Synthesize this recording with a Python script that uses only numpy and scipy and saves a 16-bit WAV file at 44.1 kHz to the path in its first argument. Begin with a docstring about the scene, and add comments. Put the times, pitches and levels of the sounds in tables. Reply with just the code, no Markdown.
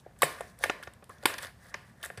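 """A hand turns a small cardboard box with a plastic window on a table in a quiet room.
Under a steady, mostly rumbling air noise the window rustles and fingers rub the card: dense tiny slips ring modes.
Soon edges of the box knock on the table and the window snaps and crackles: rough pushes ring dying modes.
Low dying sines give short dull pushes under hard knocks and longer booms of the table top;
sparse random reflections let the room ring briefly after knocks and snaps."""
import sys
import numpy as np
from scipy import signal
from scipy.fft import rfft, irfft
from scipy.io import wavfile
from scipy.ndimage import uniform_filter1d

SR = 44100
rng = np.random.default_rng(int(sys.argv[2]) if len(sys.argv) > 2 else 0)


def store_pcm(level_fs):
    """Save levels as 16-bit WAV."""
    pcm = np.round(np.clip(level_fs, -1, 1) * 32767).astype(np.int16)
    wavfile.write(sys.argv[1], SR, np.atleast_2d(pcm).T)


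def magnitude_from_level(level_db):
    """Linear magnitude for a level in decibels (20 dB per decade)."""
    exponent = np.asarray(level_db, float) / 20
    return 10 ** exponent


N = 97020

# resonances of the cardboard box: pitch_hz [Hz], level_db [dB, relative], t60_s [s]
BOX_MODES = [(440.4, -13.5, 0.07), (558.7, 14, 0.016), (700, 5.5, 0.026), (926, 4.5, 0.018),
             (1059, -9, 0.081), (1170, 11, 0.017), (1449, 4.5, 0.026), (1660, 3.5, 0.021),
             (1798.4, 4.5, 0.018), (1950, 7.5, 0.0083), (2148, 3.5, 0.0097), (2432, -0.5, 0.011),
             (2895, -8.5, 0.013), (3420, -4, 0.011)]
# resonances of the plastic window: pitch_hz [Hz], level_db [dB, relative], t60_s [s]
WINDOW_MODES = [(3625, 15.5, 0.0023), (4660, 11, 0.0028), (5310, -8.5, 0.0084), (5870, 19.5, 0.0012),
                (8140, 12, 0.0022), (8800, 6, 0.0015), (9550, 15, 0.0018), (10990, 8, 0.0026),
                (12110, 7, 0.0012), (14100, -19, 0.00092), (15100, 8.5, 0.0016)]


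def read(points, hz):
    """Value of a spectrum table at hz, interpolated over log frequency."""
    f, value = np.transpose(points)
    return np.interp(np.log(hz + 1), np.log(f + 1), value)


def evened(x):
    """Scales to rms 1."""
    return x / np.sqrt(np.mean(x ** 2) + 1e-20)


def add(mix, start_s, sound):
    """Mixes a sound in at start_s, cut at the end of the mix."""
    part = mix[round(start_s * SR):][:len(sound)]
    part += sound[:len(part)]


def panel(hz, centre_hz):
    """Lift in dB of the modes near a panel's favoured pitch."""
    lift_db, width_octaves = 10, 0.24
    return lift_db * np.exp(-(np.log2(hz / centre_hz) / width_octaves) ** 2)


def ring(modes, extra_db):
    """Impulse answers of modes, one row each: sines that swell quickly and die exponentially."""
    swell_cycles = .7  # time constant of the swell, in cycles of the mode
    hz, db, t60 = np.transpose(modes)[:, :, None]
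    t = np.arange(2500) / SR
    decay = magnitude_from_level(db + np.reshape(extra_db, (-1, 1)) - 60 * t / t60)
    swell = 1 - np.exp(-t * hz / swell_cycles)
    return decay * swell * np.sin(2 * np.pi * hz * t)


def air():
    """Steady room noise, mostly rumble: white noise shaped by a spectrum."""
    # colour of the room hum: pitch_hz [Hz], density_db [dB per Hz, relative]
    spectrum = [(24, -54), (45, -0.5), (130, -3.5), (210, -6.5), (300, -19), (650, -18), (1600, -26.5),
                (3300, -35.5), (9450, -38.5), (14500, -42.5), (16000, -60)]
    rms_db = -57.5
    hz = np.fft.rfftfreq(N, 1 / SR)
    shaped = irfft(rfft(rng.standard_normal(N)) * magnitude_from_level(read(spectrum, hz)), N)
    return magnitude_from_level(rms_db) * evened(shaped)


def friction(column, modes, slips_per_s, spread_db):
    """Dense random slips, each exciting one mode, under the hand's level curve."""
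    # how hard the hand works: time_s [s], card_rub_db [dB], window_rustle_db [dB]
    handling = [(0, -101, -61.5), (.05, -64.5, -107), (.17, -75, -80), (0.211, -60, -59.5), (.30, -82, -51),
                (0.382, -48.5, -59.5), (.50, -65.5, -64.5), (.57, -71, -79), (0.631, -46.5, -46.5),
                (.75, -80, -70), (.86, -64, -68), (.96, -66, -97), (1.07, -101, -90), (1.11, -58.5, -63.5),
                (1.20, -66, -76), (1.299, -38.5, -47.5), (1.369, -56.5, -71), (1.436, -41.5, -46.5),
                (1.495, -52.5, -68), (1.54, -74, -83), (1.63, -60.5, -66), (1.70, -57.5, -60.5),
                (1.725, -60, -74.5), (1.90, -65, -70.5), (1.95, -73.5, -81), (2.04, -54.5, -66),
                (2.12, -72, -84), (2.16, -60.5, -71), (2.2, -62, -73)]
    happens = rng.random(N) < slips_per_s / SR
    strength = magnitude_from_level(spread_db * np.minimum(rng.exponential(1, N), 5))
    slips = strength * happens * rng.choice([-1, 1], N)
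    which = rng.integers(0, len(modes), N)
    answers = ring(modes, panel(np.transpose(modes)[0], centre_hz=1750))
    out = np.zeros(N)
    for k, answer in enumerate(answers):
        out += signal.oaconvolve(slips * (which == k), answer)[:N]
    rows = np.transpose(handling)
    level_db = np.interp(np.arange(N) / SR, rows[0], rows[column])
    return evened(out) * magnitude_from_level(level_db)


def window_rustle():
    """The handled plastic rustles: very dense slips ring the window modes."""
    return friction(column=2, modes=WINDOW_MODES, slips_per_s=9000, spread_db=2.4)


def card_rubbing():
    """Fingers rub the card: dense slips ring the box modes."""
    return friction(column=1, modes=BOX_MODES, slips_per_s=3000, spread_db=2.6)


def contact(length_s, rough):
    """A first blow, then a chatter of random pushes that dies over the contact."""
    u = np.arange(1500) / SR / max(length_s, .0005)  # time in contact lengths
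    build = np.minimum(0.87 + u / 0.67, 1)  # nearly full from the start
    push = rough * rng.standard_normal(1500) * build * np.exp(-u ** 2)
    push[0] += 1
    return push


def strikes(rows, modes, split_hz, rough, lows, spot_db):
    """Each row rings the modes, tilted below or above split_hz; gives direct sound and room feed."""
    low_cut_hz = 330  # keeps the low skirts of the modes out of knocks and snaps
    wide_t60_share = .45  # heard from all sides, the modes blur: share of their ring time
    direct, wide = np.zeros((2, N))
    hz = np.transpose(modes)[0]
    blurred = np.multiply(modes, [1, 1, wide_t60_share])
    for start_s, level_db, tilt_db, length_s, *favoured_hz in rows:
        lift_db = tilt_db * ((hz < split_hz) == lows) + sum(panel(hz, c) for c in favoured_hz)
        # the struck spot changes each mode at random
        body = ring(modes, lift_db + spot_db * rng.standard_normal(len(hz)))
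        rung = signal.fftconvolve(contact(length_s, rough)[None], body, axes=1)
        # each mode keeps its share of energy whatever the push
        share = np.linalg.norm(body, axis=1) / np.linalg.norm(rung, axis=1)
        sound = share @ rung
        loudest = np.sqrt(uniform_filter1d(sound ** 2, 130).max())  # rms over 3 ms
        sound = magnitude_from_level(level_db) * sound / loudest
        # half of the struck colour stays in the room feed, at equal energy
        around = ring(blurred, lift_db / 2).sum(0)
        add(direct, start_s, sound)
        add(wide, start_s, around * np.linalg.norm(sound) / np.linalg.norm(around))
    low_cut = signal.butter(3, low_cut_hz, "high", fs=SR, output="sos")
    return signal.sosfilt(low_cut, np.stack([direct, wide]))


def box_knocks():
    """Edges of the box knock on the table and ring the card; the tilt lifts or cuts the low modes."""
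    # knocks, levels ahead of the low cut: start_s [s], level_db [dB], low_tilt_db [dB],
    # contact_s [s], favoured_hz [Hz, of the struck panel]
    knocks = [(.0625, -40, 21, 0.0055, 610), (.1635, -58, -7, 0.0029, 980), (.2197, -18, -11, 0.0047, 1170),
              (.2290, -14.5, 5, 0.0055, 2050), (.4070, -29.5, 1, 0.0034, 700),
              (.6075, -45, 26, 0.0052, 725), (.6382, -17, -2.5, 0.003, 1885), (.6560, -32, 5, 0.0052, 514),
              (.6967, -21.5, -2, 0.0035, 2260), (.7995, -47.5, 18, 0.0025, 517),
              (.8270, -40.5, -37, 0.0058, 1600), (.8725, -38, -5.5, 0.0053, 633),
              (1.0240, -49, 4, 0.0076, 430), (1.0935, -42, 2.5, 0.011, 1100),
              (1.2295, -42.5, 11, 0.011, 1510), (1.2562, -14.5, -7, 0.0025, 2350),
              (1.3406, -36.5, -31, 0.0055, 1660), (1.3845, -36.5, -13, 0.004, 1830),
              (1.7415, -30.5, -23, 0.0045, 2080), (1.7465, -41.5, 13, 0.005, 565),
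              (2.0300, -43.5, -9, 0.014, 700), (2.0393, -33, -18, 0.0048, 1760),
              (2.0540, -39.5, -0.5, 0.0092, 1670), (2.1018, -34, 5.5, 0.00052, 1730),
              (2.1750, -41.5, 3.5, 0.0094, 1600)]
    return strikes(knocks, BOX_MODES, split_hz=800, rough=0.35, lows=True, spot_db=1.5)


def room(x):
    """Sparse random reflections, each band dying at its own speed."""
    # ring of the room: pitch_hz [Hz], t60_s [s]
    decay_times = [(150, 0.85), (400, 0.32), (1040, 0.51), (2760, 0.41), (7280, 0.31), (14000, 0.34)]
    gap_s = .004  # silence ahead of the reflections
    taps = np.zeros(SR // 2)
    at = np.arange(0, SR // 2 - 20, 20)
    taps[at + rng.integers(0, 20, len(at))] = rng.choice([-1., 1.], len(at))
    hz, t, z = signal.stft(taps, SR, nperseg=256)
    decay = magnitude_from_level(-60 * t / read(decay_times, hz)[:, None])
    tail = signal.istft(z * decay, SR, nperseg=256)[1]
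    tail = np.concatenate([np.zeros(round(gap_s * SR)), tail / np.linalg.norm(tail)])
    return signal.fftconvolve(x, tail)[:N]


def window_snaps():
    """The plastic window snaps and crackles in short bursts; the tilt lifts or cuts its upper modes."""
    # snaps, levels ahead of the low cut: start_s [s], level_db [dB], treble_tilt_db [dB], length_s [s]
    snaps = [(.1885, -54, 9, 0.004), (.2200, -21, -2, 0.0059), (.2305, -29, 1, 0.018),
             (.4070, -47, 43, 0.0073), (.5890, -48, 11, 0.0026), (.6380, -28, -4, 0.0056),
             (.6978, -37.5, -37, 0.0055), (.8275, -51, 8, 0.004), (.8345, -43.5, -5, 0.0061),
             (.8745, -53, -28, 0.0061), (.9360, -52.5, -0.5, 0.0024), (1.0415, -51.5, -1.5, 0.0028),
             (1.0935, -54, 5, 0.0037), (1.1830, -62, -6, 0.0038), (1.2280, -51, -1, 0.0018),
             (1.2365, -46, -2, 0.0011), (1.2560, -19.5, 1, 0.0044), (1.3390, -39.5, -9, 0.0041),
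             (1.3820, -37, -4, 0.0066), (1.4245, -40.5, 15, 0.0018), (1.4300, -38.5, 0.5, 0.0028),
             (1.4370, -46, -8, 0.0044), (1.4480, -39, -5, 0.0013), (1.4565, -47, 0, 0.0018),
             (1.4690, -48, -11, 0.0032), (1.7420, -37, -20.5, 0.0043), (2.0145, -57, 10, 0.001),
             (2.0290, -37.5, -1.5, 0.0055), (2.0363, -39.5, 1, 0.0023), (2.0410, -45.5, -2, 0.018),
             (2.0487, -36.5, 24, 0.0017), (2.0550, -45, 31, 0.0031), (2.0605, -39, 35, 0.0018),
             (2.1740, -46, -5, 0.011)]
    return strikes(snaps, WINDOW_MODES, split_hz=7000, rough=0.37, lows=False, spot_db=4)


def low_thumps():
    """Short dull pushes under hard knocks and longer booms of the table top: dying sines, swelling at first."""
    # low thumps: start_s [s], level_db [dB], pitch_hz [Hz], t60_s [s]
    thumps = [(.236, -33, 149, 0.14), (0.641, -43, 88, 0.16), (0.697, -17.5, 330, 0.0098),
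              (1.2543, -14.5, 330, 0.015), (2.177, -39, 109, 0.34)]
    out, t = np.zeros(N), np.arange(8000) / SR
    for start_s, level_db, hz, t60 in thumps:
        swell = np.minimum(2 * t * hz, 1)  # over the first half cycle
        add(out, start_s, swell * magnitude_from_level(level_db - 60 * t / t60) * np.sin(2 * np.pi * hz * t))
    return out


def scene():
    """Handling, knocks, snaps and low thumps in the room."""
    handling = window_rustle() + card_rubbing()
    box, box_wide = box_knocks()
    window, window_wide = window_snaps()
    wet = room(magnitude_from_level(-12) * box_wide + magnitude_from_level(-9) * window_wide)
    return (air() + handling + box + wet + window + low_thumps())[None]


def top_cut(x):
    """Nothing passes above the cut-off."""
    return signal.sosfilt(signal.butter(12, 16510, fs=SR, output="sos"), x)


def record(dry):
    """Band limits of the microphone: a low cut and a steep treble edge."""
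    low_cut_hz, edge_hz = 55, 15380
    low_cut = signal.butter(3, low_cut_hz, "high", fs=SR, output="sos")
    edge = signal.firwin(255, edge_hz, window=("kaiser", 3), fs=SR)[None]
    mix = signal.oaconvolve(signal.sosfilt(low_cut, dry), edge, "same")
    return top_cut(mix)


dry = scene()
out = record(dry)
store_pcm(out)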